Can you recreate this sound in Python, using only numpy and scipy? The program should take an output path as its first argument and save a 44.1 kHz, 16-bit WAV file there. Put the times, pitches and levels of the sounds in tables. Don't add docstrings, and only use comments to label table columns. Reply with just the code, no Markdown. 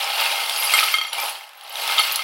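import sys
import numpy as np
from scipy import signal
from scipy.fft import rfft, irfft
from scipy.io import wavfile
from scipy.ndimage import uniform_filter1d

SR = 44100
rng = np.random.default_rng(int(sys.argv[2]) if len(sys.argv) > 2 else 0)


def convert_level_to_amplitude(level_db):
    exponent = np.asarray(level_db, float) / 20
    return 10 ** exponent


def put_to_file(sound):
    columns = np.atleast_2d(sound).T
    safe = np.clip(columns, -1, 1)
    whole_steps = np.round(safe * 32767)
    wavfile.write(sys.argv[1], SR, whole_steps.astype(np.int16))


N = 98651


def evened(x):
    return x / np.sqrt(np.mean(x ** 2) + 1e-20)


def read(points, hz):
    f, value = np.transpose(points)
    return np.interp(np.log(hz + 1), np.log(f + 1), value)


def add(mix, s, sound):
    part = mix[max(round(s * SR), 0):][:len(sound)]
    part += sound[:len(part)]


def ring(hz, t60, phase=0., size=6000):
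    t = np.arange(size) / SR
    return convert_level_to_amplitude(-60 * t / t60) * np.sin(2 * np.pi * hz * t + phase)


def tick(decay_s):
    return rng.standard_normal(300) * np.exp(-np.arange(300) / SR / decay_s)


def knocks(per_s, spread_db):
    hit, size, sign = rng.random((3, N))
    happens = hit < per_s / SR
    force = convert_level_to_amplitude(spread_db * np.minimum(-np.log(size + 1e-9), 3.5))
    return happens * force * np.sign(sign - .5)


def slow_noise(size):
    once = uniform_filter1d(rng.standard_normal(N), size)
    return evened(uniform_filter1d(once, size))


def swarm(train, colour, cycles, tick_db, count):
    which, out = rng.integers(0, count, N), np.zeros(N)
    edges = np.geomspace(colour[0][0], min(colour[-1][0], 16000), count + 1)
    for k in range(count):
        place, damping = rng.random(2)
        hz = edges[k] * (edges[k + 1] / edges[k]) ** place
        turns = cycles * (.5 + 1.3 * damping)
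        tap = ring(hz, turns / hz * 3, size=4000)
        tap[:300] += convert_level_to_amplitude(tick_db) * np.diff(tick(0.000087), prepend=0)
        tap *= convert_level_to_amplitude(read(colour, hz)) * np.sqrt(hz) / np.linalg.norm(tap)
        out += signal.oaconvolve(train * (which == k), tap)[:N]
    return evened(out)


# t/s, stirring level/dB, box floor level/dB, small-charm tumbling level/dB
HAND_MOTION = [(0, -26, 0.5, -7), (.12, -27.5, -1, -7.5), (0.219, -22, -2.5, -8), (.45, -28.5, -1, -5),
               (.65, -26.5, -2.5, -3), (.79, -20.5, -6.5, -4), (.92, -25.5, -10.5, -5),
               (.97, -29.5, -11, -8.5), (1.121, -40.5, 2.5, -14), (1.131, -30, 3, -8),
               (1.258, -30, 3.5, -2.5), (1.4, -42.5, 0.5, -4), (1.53, -54.5, 7.5, -6.5),
               (1.669, -43, 2.5, -8), (1.8, -30.5, 2, -3.5), (1.92, -25, -1.5, -6.5),
               (2.08, -24.5, -8, -6.5), (2.24, -31, -3, -10.5)]


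def hand(index):
    rows = np.array(HAND_MOTION)
    return np.interp(np.arange(N) / SR, rows[:, 0], rows[:, index])


# f/Hz, level/dB
RATTLE_COLOUR = [(900, -23), (1100, -23.5), (1400, 3.5), (1800, -20.5), (2400, 1), (3200, 0), (5000, -6.5),
                 (7000, -52)]


def rattle(train):
    return convert_level_to_amplitude(-.5) * swarm(train, RATTLE_COLOUR, cycles=11., tick_db=-15, count=32)


# f/Hz, level/dB
SPARKLE_COLOUR = [(3500, -4), (5200, -2.5), (6800, -12), (8500, -7.5), (10800, -3.5), (13000, -8.5),
                  (14800, -16), (16000, -4)]


def sparkle(train):
    tinkle = swarm(knocks(1800, 3.2), SPARKLE_COLOUR, cycles=70., tick_db=-16., count=30)
    colour = convert_level_to_amplitude(read(SPARKLE_COLOUR, np.fft.rfftfreq(N, 1 / SR)))
    dense = knocks(14000, 2.6) + .15 * train
    fizz = evened(irfft(rfft(dense) * colour, N))
    return convert_level_to_amplitude(-3) * tinkle + convert_level_to_amplitude(1.5) * fizz


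# f/Hz, bandwidth/Hz, level/dB
BOX_MODES = [(606, 51, -17), (681, 165, -2), (823.5, 118, 8.5), (907, 12, 0.5), (1049, 120, -4),
             (220, 77, -41)]


def box_floor():
    box = sum(convert_level_to_amplitude(db) * np.sqrt(width) * ring(hz, 2.96 / width) for hz, width, db in BOX_MODES)
    return convert_level_to_amplitude(-3.5) * evened(signal.oaconvolve(knocks(1400, 2), box)[:N])


# f/Hz, level/dB, t60/s
PLATE_MODES = [(1279, -4, 0.085), (2131, -2.5, 0.13), (3203, -2.5, 0.12), (4450, -8, 0.075),
               (5830, -23, 0.1), (7180, -30, .08), (9600, -25, 0.058), (11300, -24, 0.045),
               (13630, -33, .07)]


def brushed_charm(effort):
    out = np.zeros(N)
    for hz, db, t60 in PLATE_MODES:
        brush = evened(knocks(700, 2.8)) * effort
        mode = ring(hz, t60 * 0.76) / np.sqrt(t60 * SR / 14)
        out += convert_level_to_amplitude(-4 + db) * signal.oaconvolve(brush, mode)[:N]
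    return out


def pile():
    effort = convert_level_to_amplitude(hand(index=1)) * convert_level_to_amplitude(1. * slow_noise(300))
    train = knocks(5000, 2.8)
    out = effort * rattle(train)
    out += convert_level_to_amplitude(hand(index=3)) * effort * sparkle(train)
    out += convert_level_to_amplitude(hand(index=2)) * effort * box_floor()
    return out + brushed_charm(effort)


# t/s, peak level/dB, brightness/(dB per octave), nearer rim + or centre -/dB
STRIKES_ON_PLATE = [(.4339, -16, 4, 1.5), (0.7372, -2.5, -1.5, 1.5), (.8054, -17.5, -3, -3),
                    (.8284, -19.5, -14.5, -2.5), (0.8759, -18.5, -6, 5.5), (.9403, -4.5, 0, 1),
                    (.9847, -10.5, 3, -2.5), (1.0136, -12, 3.5, -0.5), (1.0348, -21.5, 9, 0),
                    (1.0508, -18, 0, 0.5), (1.0618, -34, 2, 2), (1.0696, -34.5, 2, 14),
                    (1.0814, -26, 3, -0.5), (1.899, -17, -4.5, -2), (1.9798, -12.5, -1, -4.5),
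                    (1.9938, -5.5, -1.5, -1.5), (2.0146, -35, 13, -4), (2.0353, -21.5, 7, 8),
                    (2.1924, -14, 0.5, -1.5), (2.2195, -32, 16, -3)]


def strikes():
    free_s, choke_db_per_s, catch_s = 0.037, 500, 0.0006
    out, t = np.zeros(N), np.arange(6000) / SR
    choke = convert_level_to_amplitude(-choke_db_per_s * np.maximum(t - free_s, 0))
    ends = np.diff(np.array(STRIKES_ON_PLATE)[:, 0], append=N / SR)
    for (s, db, tilt_db, rim_db), end in zip(STRIKES_ON_PLATE, ends):
        sound = np.zeros(6000)
        for k, (hz, mode_db, t60) in enumerate(PLATE_MODES):
            brightness = tilt_db * min(np.log2(hz / 2500), 1)
            position = -rim_db * (-1) ** k
            sound += convert_level_to_amplitude(mode_db + brightness + position) * ring(hz, t60, rng.random() * .7)
        sound *= choke
        sound[:300] += 1.3 * uniform_filter1d(tick(0.001), size=9)
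        caught = np.exp(-np.maximum(t - end, 0) / catch_s)
        add(out, s, convert_level_to_amplitude(db - 5.5) * sound * caught)
    return out


# t/s, peak level/dB, f/Hz
THICK_CLACKS = [(0.0164, -12, 2820), (.0433, -13, 5240), (0.119, -10, 3150), (0.211, -8.5, 2890),
                (0.262, -2.5, 2590), (0.3022, -8, 2470), (0.4962, -6, 3540), (0.358, -12, 2700),
                (.4693, -25, 3270), (0.5621, -8, 4460), (0.6953, -8, 2650), (0.7079, -4, 2500),
                (0.7816, -9, 2300), (0.789, 3, 2450), (0.7947, -3, 3970), (0.8002, -12, 2490),
                (0.885, -7, 2650), (1.13, -12, 2920), (1.1318, -14.5, 3830), (1.226, -13.5, 5040),
                (1.2612, -13, 2960), (1.1511, -14, 3050), (1.183, -13, 2360), (1.3534, -18, 3050),
                (1.4096, -23, 2180), (1.433, -31, 3270), (1.492, -34, 3230), (1.533, -31, 2730),
                (1.6107, -26, 3200), (1.711, -24.5, 3020), (1.626, -32, 3220), (1.6576, -29, 4220),
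                (1.7558, -14.5, 3800), (1.7702, -14.5, 3230), (1.8194, -14, 4030), (1.8774, -10, 3600),
                (1.956, -13, 2700), (1.9796, -27, 4700), (1.9822, 4, 3630), (1.9985, -5, 3160),
                (2.011, -9, 3640), (1.9885, -2, 3100), (2.114, -11.5, 4300), (2.1577, -9.5, 4230)]


def clacks():
    t60 = 0.011
    out, rise = np.zeros(N), np.minimum(np.arange(6000) / 20.0, 1)
    for s, db, hz in THICK_CLACKS:
        upper = ring(hz * rng.uniform(1.155, 1.64), t60 * 1.14)
        sound = rise * (ring(hz, t60) + 0.33 * upper)
        sound[:300] += convert_level_to_amplitude(-25) * uniform_filter1d(tick(0.0013), size=4)
        add(out, s, convert_level_to_amplitude(db - 2) * sound)
    return out


# t/s, peak level/dB, f/Hz, t60/s
SMALL_TINKS = [(0.2104, -15, 12000, 0.081), (0.498, -19, 8800, 0.051), (0.598, -13, 11650, 0.15),
               (0.632, -15.5, 9800, 0.18), (0.646, -9, 11240, 0.11), (0.7375, -6.5, 8140, 0.057),
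               (0.738, -10, 8950, .06), (.739, -12, 7350, 0.044), (0.7728, -10, 12000, 0.022),
               (0.9264, -15, 13600, 0.078), (.929, -31, 12900, .04), (0.954, -21, 9500, 0.09),
               (1.0254, -24, 12500, 0.065), (1.068, -23.5, 11200, 0.048), (1.098, -31, 10500, 0.084),
               (1.1315, -15, 10000, 0.041), (1.184, -17, 10500, 0.025), (1.2002, -15, 10100, 0.017),
               (1.2625, -20, 10300, 0.03), (1.293, -17.5, 9980, 0.058), (1.5264, -45, 13400, 0.08),
               (1.5529, -39, 15700, 0.06), (1.5738, -34, 11500, 0.05), (1.5988, -43, 15600, 0.06),
               (1.6107, -37, 11100, .03), (1.6362, -32, 10800, 0.033), (1.6953, -21, 14100, 0.03),
               (1.726, -26, 11100, 0.045), (1.8144, -18.5, 11460, 0.073), (1.994, -9, 11100, 0.038),
               (2.123, -9.5, 14000, 0.035), (2.1585, -6, 10100, 0.027), (2.1585, -12, 14100, 0.027),
               (1.1316, -21, 13200, 0.025), (1.2935, -20, 14100, .025), (0.576, -17, 11200, 0.12)]


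def tinkles():
    out = np.zeros(N)
    for s, db, hz, t60 in SMALL_TINKS:
        pair, other = rng.random(2)
        t60 = np.clip(t60, .015, .3)
        sound = ring(hz, t60) + 0.31 * ring(hz * (1.3 + 0.048 * pair), t60 * .5)
        sound += .15 * ring(min(hz * (.7 + .7 * other), 15600), t60 * .6)
        sound[:300] += convert_level_to_amplitude(-8) * np.diff(tick(0.0014), prepend=0)
        add(out, s, convert_level_to_amplitude(db - 8) * sound)
    return out


# t/s, peak level/dB, f/Hz, t60/s
FREE_SINGS = [(.13, -31, 4440, 0.13), (.17, -20, 907, 0.54), (.31, -29, 907, 0.34),
              (1.184, -13.5, 2357, 0.086), (.525, -23, 4800, 0.29), (.6, -19, 4810, 0.13),
              (.6684, -11, 4800, 0.074), (.745, -20, 11300, 0.15), (1.027, -31, 5700, 0.13),
              (1.074, -33.5, 7060, .12), (1.087, -32, 5780, 0.14), (1.092, -36, 9500, .1),
              (1.135, -38, 7400, 0.19), (1.208, -20, 13300, 0.12), (1.962, -27, 13300, .1),
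              (1.993, -8.5, 4390, 0.089), (1.982, -18, 7060, .05), (1.99, -25, 13700, 0.21),
              (1.995, -11, 9700, 0.042), (2.018, -22, 15900, .15), (2.045, -27, 14300, 0.27),
              (2.126, -24, 10000, 0.077), (2.17, -33, 13600, 0.16)]


def sings():
    rise_s, split_hz = 0.0059, 24
    out, rise = np.zeros(N), np.minimum(np.arange(6000) / SR / rise_s, 1)
    fade = np.cos(np.linspace(0, np.pi / 2, 6000))
    for s, db, hz, t60 in FREE_SINGS:
        partner = ring(hz + split_hz * (.5 + rng.random()), t60)
        add(out, s, convert_level_to_amplitude(db - 4.5) * rise * fade * (ring(hz, t60) + 0.35 * partner))
    return out


def chatter():
    return convert_level_to_amplitude(1.5 * slow_noise(90))


# t/s, peak level/dB
EDGE_SNAPS = [(.4958, -9), (0.561, -24), (0.7363, -20), (0.7995, -5), (.8846, -21), (1.1323, -34),
              (1.182, -28), (1.2002, -11.5), (1.2615, -31), (1.299, -27), (1.492, -31), (1.534, -36),
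              (1.5534, -41), (1.5988, -43), (1.6107, -33), (1.626, -41), (1.6566, -47), (1.6786, -38),
              (1.8764, -12), (1.938, -32), (2.1216, -12), (2.142, -28), (2.16, -9)]


def snaps():
    out = np.zeros(N)
    for s, db in EDGE_SNAPS:
        add(out, s, convert_level_to_amplitude(db - 1) * tick(0.0016))
    hz = np.fft.rfftfreq(N, 1 / SR)
    return irfft(rfft(out) * convert_level_to_amplitude(read(SPARKLE_COLOUR, hz) + 3) * np.minimum(hz / 3000, 1), N)


# t/s, peak level/dB
TABLE_THUMPS = [
    (0.004, -58),
    (0.736, -68),
    (0.8, -65),
    (.985, -73),
    (1.131, -84),
    (1.977, -54),
    (2.123, -72),
    (2.158, -70),
    (2.23, -62),
]


def thumps():
    out, u = np.zeros(N), np.arange(3000) / SR / 0.0027
    for s, db in TABLE_THUMPS:
        add(out, s, convert_level_to_amplitude(db + 10) * u * (2 - u) * np.exp(-u))
    return out


def room(x):
    low_t60, treble_t60 = 0.13, 0.19
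    t = np.arange(SR // 2) / SR
    taps = rng.standard_normal(len(t)) * (t > .003)
    low = signal.lfilter(*signal.butter(2, 5000, fs=SR), taps)
    tail = low * convert_level_to_amplitude(-60 * t / low_t60) + (taps - low) * convert_level_to_amplitude(-60 * t / treble_t60)
    return signal.oaconvolve(x, tail / np.linalg.norm(tail))[:N]


# f/Hz, level/dB
AIR_COLOUR = [(30, -50), (390, -44), (600, -14), (1000, -6), (1800, -6), (3500, -13), (7000, -25),
              (16000, -34)]


def air():
    hz = np.fft.rfftfreq(N, 1 / SR)
    noise = rfft(rng.standard_normal(N)) * convert_level_to_amplitude(read(AIR_COLOUR, hz))
    return convert_level_to_amplitude(-48.5) * evened(irfft(noise, N))


def scene():
    ceiling = 0.95
    near = pile() + strikes() + chatter() * (clacks() + tinkles()) + chatter() * sings() + snaps()
    heard = ceiling * np.tanh((near + convert_level_to_amplitude(-10) * room(near)) / ceiling)
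    cut = np.vstack([signal.butter(6, 200, "high", fs=SR, output="sos"),
                     signal.butter(3, 640, "high", fs=SR, output="sos")])
    return (signal.sosfilt(cut, heard) + air() + thumps())[None]


def low_pass(x):
    return signal.sosfilt(signal.butter(12, 16480, fs=SR, output="sos"), x)


def record(dry):
    fade_s = .004
    fade = np.minimum((N - np.arange(N)) / SR / fade_s, 1)
    top = signal.firwin(511, 15850, window=("kaiser", 9), fs=SR)
    mix = signal.oaconvolve(dry * fade, top[None], "same")
    return low_pass(mix)


dry = scene()
out = record(dry)
put_to_file(out)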